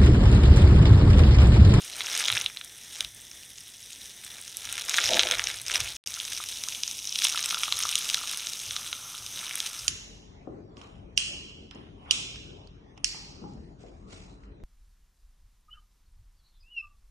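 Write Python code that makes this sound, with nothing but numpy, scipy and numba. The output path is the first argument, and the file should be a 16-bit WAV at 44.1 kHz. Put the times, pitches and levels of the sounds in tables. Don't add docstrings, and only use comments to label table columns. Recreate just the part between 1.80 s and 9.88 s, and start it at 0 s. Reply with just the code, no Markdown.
import sys
import numpy as np
from scipy import signal
from scipy.fft import rfft, irfft
from scipy.io import wavfile
from scipy.ndimage import uniform_filter1d
from numba import njit

SR = 44100
rng = np.random.default_rng(int(sys.argv[2]) if len(sys.argv) > 2 else 0)


def to_linear_factor(level_db):
    exponent = np.asarray(level_db, float) / 20
    return 10 ** exponent


def digitize_waveform(pressure):
    field = np.atleast_2d(pressure).T
    bounded = np.clip(field, -1, 1)
    quanta = np.round(bounded * 32767).astype(np.int16)
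    wavfile.write(sys.argv[1], SR, quanta)


N = 356328
T = np.arange(N) / SR
SILENCE_START_S, SILENCE_END_S = 4.1675, 4.2605

# (t/s, crackle level/dB, deep crunch relative to crackle level/dB)
HAND_WORK = [
    [(0.0, -45.5, -9.5), (0.14, -39, -5.5), (0.47, -31.5, -5.5), (0.62, -39, -2), (0.75, -54, -7),
     (1.11, -49.5, -9.5), (1.14, -39.5, -12), (1.22, -44, -0.5), (1.29, -56, -11), (2.19, -50, -17),
     (2.27, -47, -12), (2.35, -51.5, -14), (2.56, -45.5, -5.5), (2.67, -49, -12), (2.95, -39, -5),
     (3.04, -39, -7), (3.18, -27.5, -7), (3.27, -27.5, -9), (3.5, -35, -1), (3.7, -39, -3.5),
     (3.84, -45, -9), (3.95, -30.5, -3.5), (4.16, -42, -10.5)],
    [(4.26, -42.5, -7.5), (4.48, -40, -10.5), (5.06, -42.5, -14), (5.34, -41.5, -20), (5.45, -29, -15),
     (5.5, -35, -10), (6.03, -35, -11.5), (6.18, -34, -14), (6.48, -37, -10.5), (6.8, -40, -13),
     (7.13, -44, -10), (7.25, -55.5, -22), (7.36, -43, -15), (7.53, -49, -13), (7.6, -40, -5.5),
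     (7.85, -40, -6.5), (8.08, -45.5, -15)],
]
# (t/s, peak level/dB, centre f/Hz, fall below centre/dB per octave, fall above/dB per octave)
LOUD_CRACKS = [(0.2064, -20, 3260, 5.8, 13), (0.2616, -18, 5680, 18, 29), (0.3518, -17.5, 5050, 9, 19),
               (0.3771, -16.5, 10900, 7, 2), (0.4397, -19.5, 3440, 23, 13), (0.4548, -13, 3240, 30, 15),
               (0.4797, -18, 3870, 13, 12), (0.4834, -13, 3240, 8.9, 9), (0.5011, -9.5, 3200, 5.6, 16),
               (0.525, -13.5, 3980, 9, 10), (0.5513, -21.5, 4480, 13, 30), (0.5685, -17.5, 4760, 1.6, 10),
               (0.575, -13, 3330, 27, 25), (0.6124, -17, 4350, 25, 34), (0.6614, -12, 3980, 14.4, 26),
               (0.7714, -22, 3240, 14, 14), (0.812, -28, 3220, 5, 15), (1.2068, -17.5, 3240, 13, 2.3),
               (1.2472, -23.5, 3270, 16, 1.8), (1.5146, -31, 5520, 7, 12), (1.7832, -30.5, 4100, 23, 19),
               (2.6786, -26.5, 5520, 9, 12), (2.7699, -17, 10900, 13, 2), (2.853, -25, 5050, 9.2, 5),
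               (2.926, -20, 8600, 8.6, 3), (2.9796, -23, 2790, 2.2, 4), (2.996, -23, 5680, 9.4, 4.6),
               (3.095, -14.5, 5680, 5.7, 3.3), (3.142, -16, 2880, 2, 11), (3.184, -8.5, 2410, 2, 7),
               (3.188, -12, 1900, 2, 14), (3.2406, -16.5, 4480, 10, 13), (3.2571, -20, 4620, 10, 6.9),
               (3.2653, -25, 5520, 4.6, 10), (3.2899, -18, 4480, 7.5, 10), (3.3339, -11.5, 3440, 17, 11),
               (3.3434, -9.5, 3640, 16, 16), (3.3685, -11, 3870, 19, 34), (3.372, -15, 2550, 2, 10),
               (3.3945, -8.5, 5050, 8.1, 24), (3.4, -15.5, 4350, 7, 28), (3.4064, -18.5, 4480, 22, 31),
               (3.4128, -14, 3240, 9.4, 17), (3.4331, -11, 3750, 9.4, 14), (3.4705, -14, 3540, 15, 13),
               (3.5121, -11, 4230, 5, 8), (3.521, -14.5, 2960, 2, 8.5), (3.5383, -20.5, 2630, 2, 9),
               (3.5467, -21, 3640, 7, 21), (3.5838, -21, 3240, 9.4, 12), (3.595, -8, 4060, 8.5, 27),
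               (3.64, -16, 5520, 15, 11), (3.6709, -15, 5000, 12.5, 25), (3.701, -24, 2410, 2, 3),
               (3.8819, -17.5, 5520, 16, 12), (3.8983, -20.5, 2090, 3, 7), (3.911, -20.5, 3870, 5, 10),
               (3.916, -16, 5050, 9.2, 24), (3.947, -14, 4170, 17, 6.4), (3.9565, -14, 1900, 2, 4),
               (4.0038, -16, 4760, 6.8, 4.8), (4.2731, -20, 4350, 17, 5.2), (4.3407, -20.5, 5680, 12, 11),
               (4.4003, -17.5, 3240, 30, 11), (4.5229, -24, 4350, 1.5, 6.5), (4.5323, -24, 4100, 12, 2),
               (4.5657, -13, 5680, 20, 19), (4.5755, -20, 4100, 15, 12), (4.6392, -24.5, 4230, 16, 1.8),
               (4.688, -25, 3980, 25, 1.7), (4.8372, -21, 4900, 8.1, 2), (4.886, -19.5, 5680, 7.1, 4),
               (5.0343, -15, 4800, 18.5, 20), (5.0782, -19, 5680, 9.1, 20), (5.1125, -24.5, 3870, 16, 2),
               (5.182, -27, 4930, 16, 12), (5.1901, -26.5, 4620, 16, 19), (5.2434, -27.5, 4480, 16, 13),
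               (5.273, -18.5, 4600, 20, 12), (5.3252, -19.5, 4600, 20, 21), (5.354, -21, 4620, 21, 16),
               (5.3574, -18, 4480, 17, 12), (5.388, -18, 3950, 17, 8.7), (5.4203, -21, 4100, 7, 5),
               (5.4413, -16, 4350, 10, 2), (5.4452, -15, 9400, 6.8, 2), (5.449, -12.5, 4100, 12, 2),
               (5.4515, -10, 3240, 19, 11), (5.4694, -12, 3600, 18, 10), (5.4936, -20, 3980, 15, 10),
               (5.4982, -18, 3870, 15, 2), (5.5749, -18.5, 3980, 16, 22), (5.5923, -20, 5520, 2.2, 13),
               (5.6424, -23, 4900, 12, 13), (5.6591, -12.5, 5360, 11, 4), (5.6921, -21, 4480, 14, 2),
               (5.7081, -16, 3240, 11, 7.3), (5.7448, -15, 4480, 11.5, 27), (5.8341, -7.5, 4850, 13.4, 15),
               (5.9237, -10.5, 3440, 19, 11), (6.0037, -20, 3540, 11, 5.1), (6.027, -19.5, 3870, 23, 15),
               (6.0355, -15, 4900, 22, 34), (6.0908, -16, 4230, 13, 5), (6.1369, -23.5, 3240, 9, 11),
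               (6.155, -11, 3440, 22, 2.7), (6.2902, -18.5, 3640, 18, 4.1), (6.2995, -14, 4100, 15, 7.7),
               (6.3446, -10.5, 3330, 13, 4.1), (6.4735, -25, 3900, 13, 6), (6.5135, -21, 9680, 6.2, 2),
               (6.5732, -19, 10900, 6.6, 2), (6.6328, -26.5, 4230, 21, 14), (6.6701, -21, 4350, 15, 12),
               (6.734, -23, 4480, 30, 7.2), (6.9089, -19.5, 4200, 16, 23),
               (6.9641, -14.5, 4440, 13.7, 14.5), (7.1284, -15, 3240, 17, 12),
               (7.4638, -21.5, 4480, 25, 13), (7.68, -26, 4480, 9, 34), (7.7097, -17, 3540, 11, 24),
               (7.7553, -17.5, 10900, 6, 2), (7.8026, -16.5, 3260, 18, 4.1), (7.8636, -21, 3240, 16, 4.1),
               (7.9917, -20.5, 5680, 30, 11)]
# (t/s, peak level/dB, f/Hz)
SAUCE_POPS = [(4.373, -39, 1370), (4.521, -44, 1660), (4.602, -33, 1210), (4.877, -42, 1230),
              (5.451, -30, 1050), (5.547, -28, 1320), (5.575, -34, 1230), (5.708, -41, 1150),
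              (5.727, -30.5, 1270), (5.745, -26.5, 1340), (5.771, -32, 1320), (5.833, -31.5, 1300),
              (5.881, -28.5, 1220), (5.924, -30.5, 1160), (6.034, -37, 1220), (6.053, -25, 1215),
              (6.377, -36, 1330), (6.414, -37, 1250), (6.437, -36, 1200), (6.535, -39, 1240),
              (6.965, -36, 1220), (6.994, -42, 1250), (7.128, -33.5, 1400), (7.344, -39.5, 1290),
              (7.63, -37.5, 1280), (7.802, -44, 1410)]
# (typical f/Hz,
# typical time to fall 60 dB/s, level within the part/dB)
BREAK_RINGS = [
    [(1520, 0.0023, -2.5), (2194, 0.0029, -1)],
    [(2853, 0.0038, -7.5), (3324, 0.0044, -5.5), (3660, 0.0039, -4.5)],
    [(5260, 0.0033, -7), (6060, 0.0029, -3.5)],
    [(8810, .002, -1.5), (10900, 0.0018, -8), (13300, 0.00098, -5)],
]
# (f/Hz, width scale/Hz, relative level for equal widths/dB)
DISH_MODES = [(223, 49, -9.5), (346, 28, -3.5), (505.7, 15, 6), (563, 40, -2), (634, 49, 3), (677, 35, -4),
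              (787, 88, -5.5)]
# (start t/s, length/s, starting level/dB)
GLASS_RUBS = [(3.294, .095, -30.5), (3.428, 0.11, -38)]
# (t/s, starting level/dB, time to fall 60 dB/s)
PUSH_THUMPS = [(.5, -40.5, 0.36), (1.21, -49, 0.27), (2.84, -59, .6), (3.23, -52, 3.1), (3.99, -39, 0.26),
               (5.93, -58, 0.92), (6.85, -54, 0.88), (7.38, -56, .6), (8.0, -51, .6)]
# (t/s, level/dB)
SCOOP_SAUCE = [(4.26, -62), (4.35, -60.5), (5.3, -64), (5.5, -47.5), (5.75, -45.5), (6.15, -48),
               (6.5, -50.5), (6.8, -59), (6.95, -51), (7.4, -51.5), (7.52, -57), (7.65, -50), (8.08, -54.5)]
# (f/Hz, relative level/dB per Hz)
KITCHEN_COLOURS = [(18, -43.5), (30, -16), (81, -5.5), (210, -4), (1250, -15), (1960, -1.5), (2830, -13.5),
                   (3490, 3.5), (4420, -15.5), (5900, 2), (7090, -11.5), (8980, -6), (14400, -14.5),
                   (16000, -22)], [(18, -37), (30, -12), (189, -7.5), (584, -12.5), (1010, -11),
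                   (1280, -18), (2480, -7.5), (3670, -1), (4420, -12), (6210, 4.5), (7090, -11), (9220, -5),
                   (14000, -13), (16000, -27)]
# (f/Hz, side relative to mid level/dB)
SIDE_COLOUR = [(60, -28), (110, -28), (200, -28), (380, -23), (700, -20), (1290, -44), (2380, -40),
               (4400, -41), (8120, -26.5), (15000, -10.5)]


def crackle(level_db, deep_db):
    bright_db = np.where(T < SILENCE_END_S, 1.0, 2.0) - 0.3746 * (level_db + 45)
    high_db = -0.25 * (deep_db + 8.5)
    bunch = rng.standard_normal(2000)

    def breaks(s, size_db, scatter_db):
        at = (s * SR).astype(int)
        own_db = level_db[at] + size_db + 1.44 * bunch[(s * 120).astype(int)]
        parts_db = (own_db + deep_db[at], own_db, own_db + high_db[at], own_db + bright_db[at])
        return crumbs(s, parts_db, scatter_db, detune=0.074)

    s, size_db = scatter(per_s=1700, spread_db=5.0, cap_db=15.0, count=22000)
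    fine = breaks(s, size_db, scatter_db=4.0)
    s, size_db = scatter(per_s=130, spread_db=3.5, cap_db=8.5, count=1500)
    middling = breaks(s, size_db + 7, scatter_db=7.0)
    return fine + middling


def cracks():
    s, peak_db, hz, below, above = np.transpose(LOUD_CRACKS)
    part_hz = [np.mean([mode[0] for mode in modes]) for modes in BREAK_RINGS]
    octaves = np.log2([centre / hz for centre in part_hz])
    parts_db = -np.where(octaves < 0, -below, above) * octaves
    parts_db = peak_db + parts_db - parts_db.max(axis=0)
    splinter_s = s - 0.0016 + 0.0028 * rng.random(len(s))
    main = crumbs(s, parts_db + 11.5, scatter_db=1.0, detune=0.048)
    splinters = crumbs(splinter_s, parts_db - 0.5, scatter_db=5.0, detune=0.04)
    return main + splinters


def crumbs(s, parts_db, scatter_db, detune):
    out = 0
    sign = np.sign(rng.standard_normal(len(s)))
    for modes, db in zip(BREAK_RINGS, parts_db):
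        part_db = db + scatter_db * rng.standard_normal(len(s))
        for hz, t60, mode_db in modes:
            pitch_chance, length_chance = rng.standard_normal((len(s), 2)).T
            sign = -sign
            pitch = np.clip(hz * (1 + detune * pitch_chance), 200, 0.45 * SR)
            length = t60 * np.exp(0.14 * length_chance)
            out = out + grains(s, pitch, length, sign * to_linear_factor(part_db + mode_db), 0., 0.0003)
    return signal.sosfilt(signal.butter(3, 950, "high", fs=SR, output="sos"), out)


def pops_and_knocks(faint_level):
    t60 = 0.014
    s, peak_db, hz = np.transpose(SAUCE_POPS)
    loud = grains(s, hz, np.full(len(s), t60), to_linear_factor(peak_db + 6.5), 0.0034, 0.00024)
    s, size_db = scatter(per_s=1000, spread_db=5.5, cap_db=10.5, count=9000)
    hz = 1290 * (1 + 0.084 * rng.standard_normal(len(s)))
    size = faint_level[(s * SR).astype(int)] * to_linear_factor(size_db - 7.5)
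    faint = grains(s, hz, np.full(len(s), t60), size, 0.0028, 0.00011)
    return loud + faint


def dish():
    attack_s, release_s, sag_db_per_s = 0.0075, 0.03, 45
    grip = 0
    for start, length, db in GLASS_RUBS:
        since = T - start
        fade = np.interp(since, [-attack_s, 0, length, length + release_s], [0, 1, 1, 0])
        grip = grip + to_linear_factor(db - sag_db_per_s * np.clip(since, 0, length)) * fade
    jumps_db = 2.5 * np.repeat(rng.standard_normal(N // 200 + 1), 200)[:N]
    rub = rng.standard_normal(N) * to_linear_factor(jumps_db)
    ring = 0
    for hz, width, db in DISH_MODES:
        mode = unit(band(rub, hz - 0.7 * width, hz + 0.8 * width))
        ring = ring + to_linear_factor(db) * mode * np.sqrt(width)
    return unit(ring) * grip


def pasta(squash_db):
    rise_s, handling_db = 0.027, -67
    squash = unit(band(rng.standard_normal(N) * rng.standard_normal(N), 358, 1000))
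    thump = unit(band(band(rng.standard_normal(N), 32, 119), 26, 170))
    push = 0
    for start, db, t60 in PUSH_THUMPS:
        since = T - start
        push = push + to_linear_factor(db) * np.clip(since / rise_s, 0, 1) * 1000. ** (-np.maximum(since, 0) / t60)
    return squash * to_linear_factor(squash_db) + thump * (to_linear_factor(handling_db) + push)


def tick():
    db = -37 + np.array([0, -8])
    return grains(np.full(2, 4.2392), np.array([3500., 9000]), np.full(2, 0.0015), to_linear_factor(db), 0., 0.0001)


def kitchen():
    before_colour, after_colour = KITCHEN_COLOURS
    before = unit(shape(rng.standard_normal(N), before_colour)) * to_linear_factor(-52)
    after = unit(shape(rng.standard_normal(N), after_colour)) * to_linear_factor(-45)
    steps = np.repeat(rng.standard_normal(N // 1500 + 1), 1500)[:N]
    waver_db = 1.73 * uniform_filter1d(steps, 1500)
    return np.where(T < SILENCE_END_S, before, after) * to_linear_factor(waver_db)


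def tail(t60):
    t = np.arange(SR // 4) / SR
    burst = rng.standard_normal(len(t)) * 1000. ** (-t / t60)
    return burst / np.sqrt(np.sum(burst ** 2))


@njit
def grains(s, hz, t60, size, glide, rise_s):
    out = np.zeros(N)
    for k in range(len(s)):
        z = size[k] + 0j
        turn = 2 * np.pi * hz[k] / SR
        fall = 1000. ** (-1 / (t60[k] * SR))
        first = int(s[k] * SR)
        for i in range(first, min(N, first + int(t60[k] * SR))):
            out[i] += z.imag * (1 - np.exp((first - i) / (rise_s * SR)))
            z *= fall * np.exp(1j * turn)
            turn *= 1 + glide * hz[k] / SR
    return out


def scatter(per_s, spread_db, cap_db, count):
    gap, size = rng.random((count, 2)).T
    s = np.cumsum(-np.log(gap) / per_s)
    keep = s < N / SR
    return s[keep], np.minimum(-spread_db * np.log(size[keep]), cap_db)


def curves(spans):
    s, *columns = np.transpose(np.concatenate(spans))
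    return [np.interp(T, s, column) for column in columns]


def shape(x, points):
    hz, db = np.transpose(points)
    f = np.maximum(np.arange(N // 2 + 1) * SR / N, 1)
    return irfft(rfft(x) * to_linear_factor(np.interp(np.log(f), np.log(hz), db)), N)


def unit(x):
    return x / np.sqrt(np.mean(x ** 2))


def band(x, lo_hz, hi_hz):
    return signal.sosfilt(signal.butter(2, [lo_hz, hi_hz], "band", fs=SR, output="sos"), x)


def scene():
    level_db, deep_db = curves(HAND_WORK)
    crunch_db = level_db + deep_db
    cutting = T < SILENCE_END_S
    faint_level = np.where(cutting, to_linear_factor(crunch_db - 14), to_linear_factor(curves([SCOOP_SAUCE])[0]))
    squash_db = crunch_db + np.where(cutting, -12.5, -16.5)
    food = crackle(level_db, deep_db) + cracks() + pops_and_knocks(faint_level) + dish() + pasta(squash_db)
    echo = to_linear_factor(-11.5) * signal.fftconvolve(food, tail(t60=0.13))[:N]
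    mid = food + echo + kitchen()
    reflections = shape(signal.fftconvolve(mid, tail(t60=0.015))[:N], SIDE_COLOUR)
    side = reflections - to_linear_factor(-28) * band(mid, 20, 200)
    return np.array([mid + side, mid - side])


def roll_off(x):
    return signal.sosfilt(signal.butter(12, 16500, fs=SR, output="sos"), x)


def record(dry):
    cut = dry * ((T < SILENCE_START_S) | (T > SILENCE_END_S))
    rounded = np.tanh(1.197 * cut) / 1.06
    low_pass = signal.ellip(8, 0.2, 70, 15700, fs=SR, output="sos")
    mix = signal.sosfilt(low_pass, rounded + tick())
    return roll_off(mix)


dry = scene()
out = record(dry)
digitize_waveform(out)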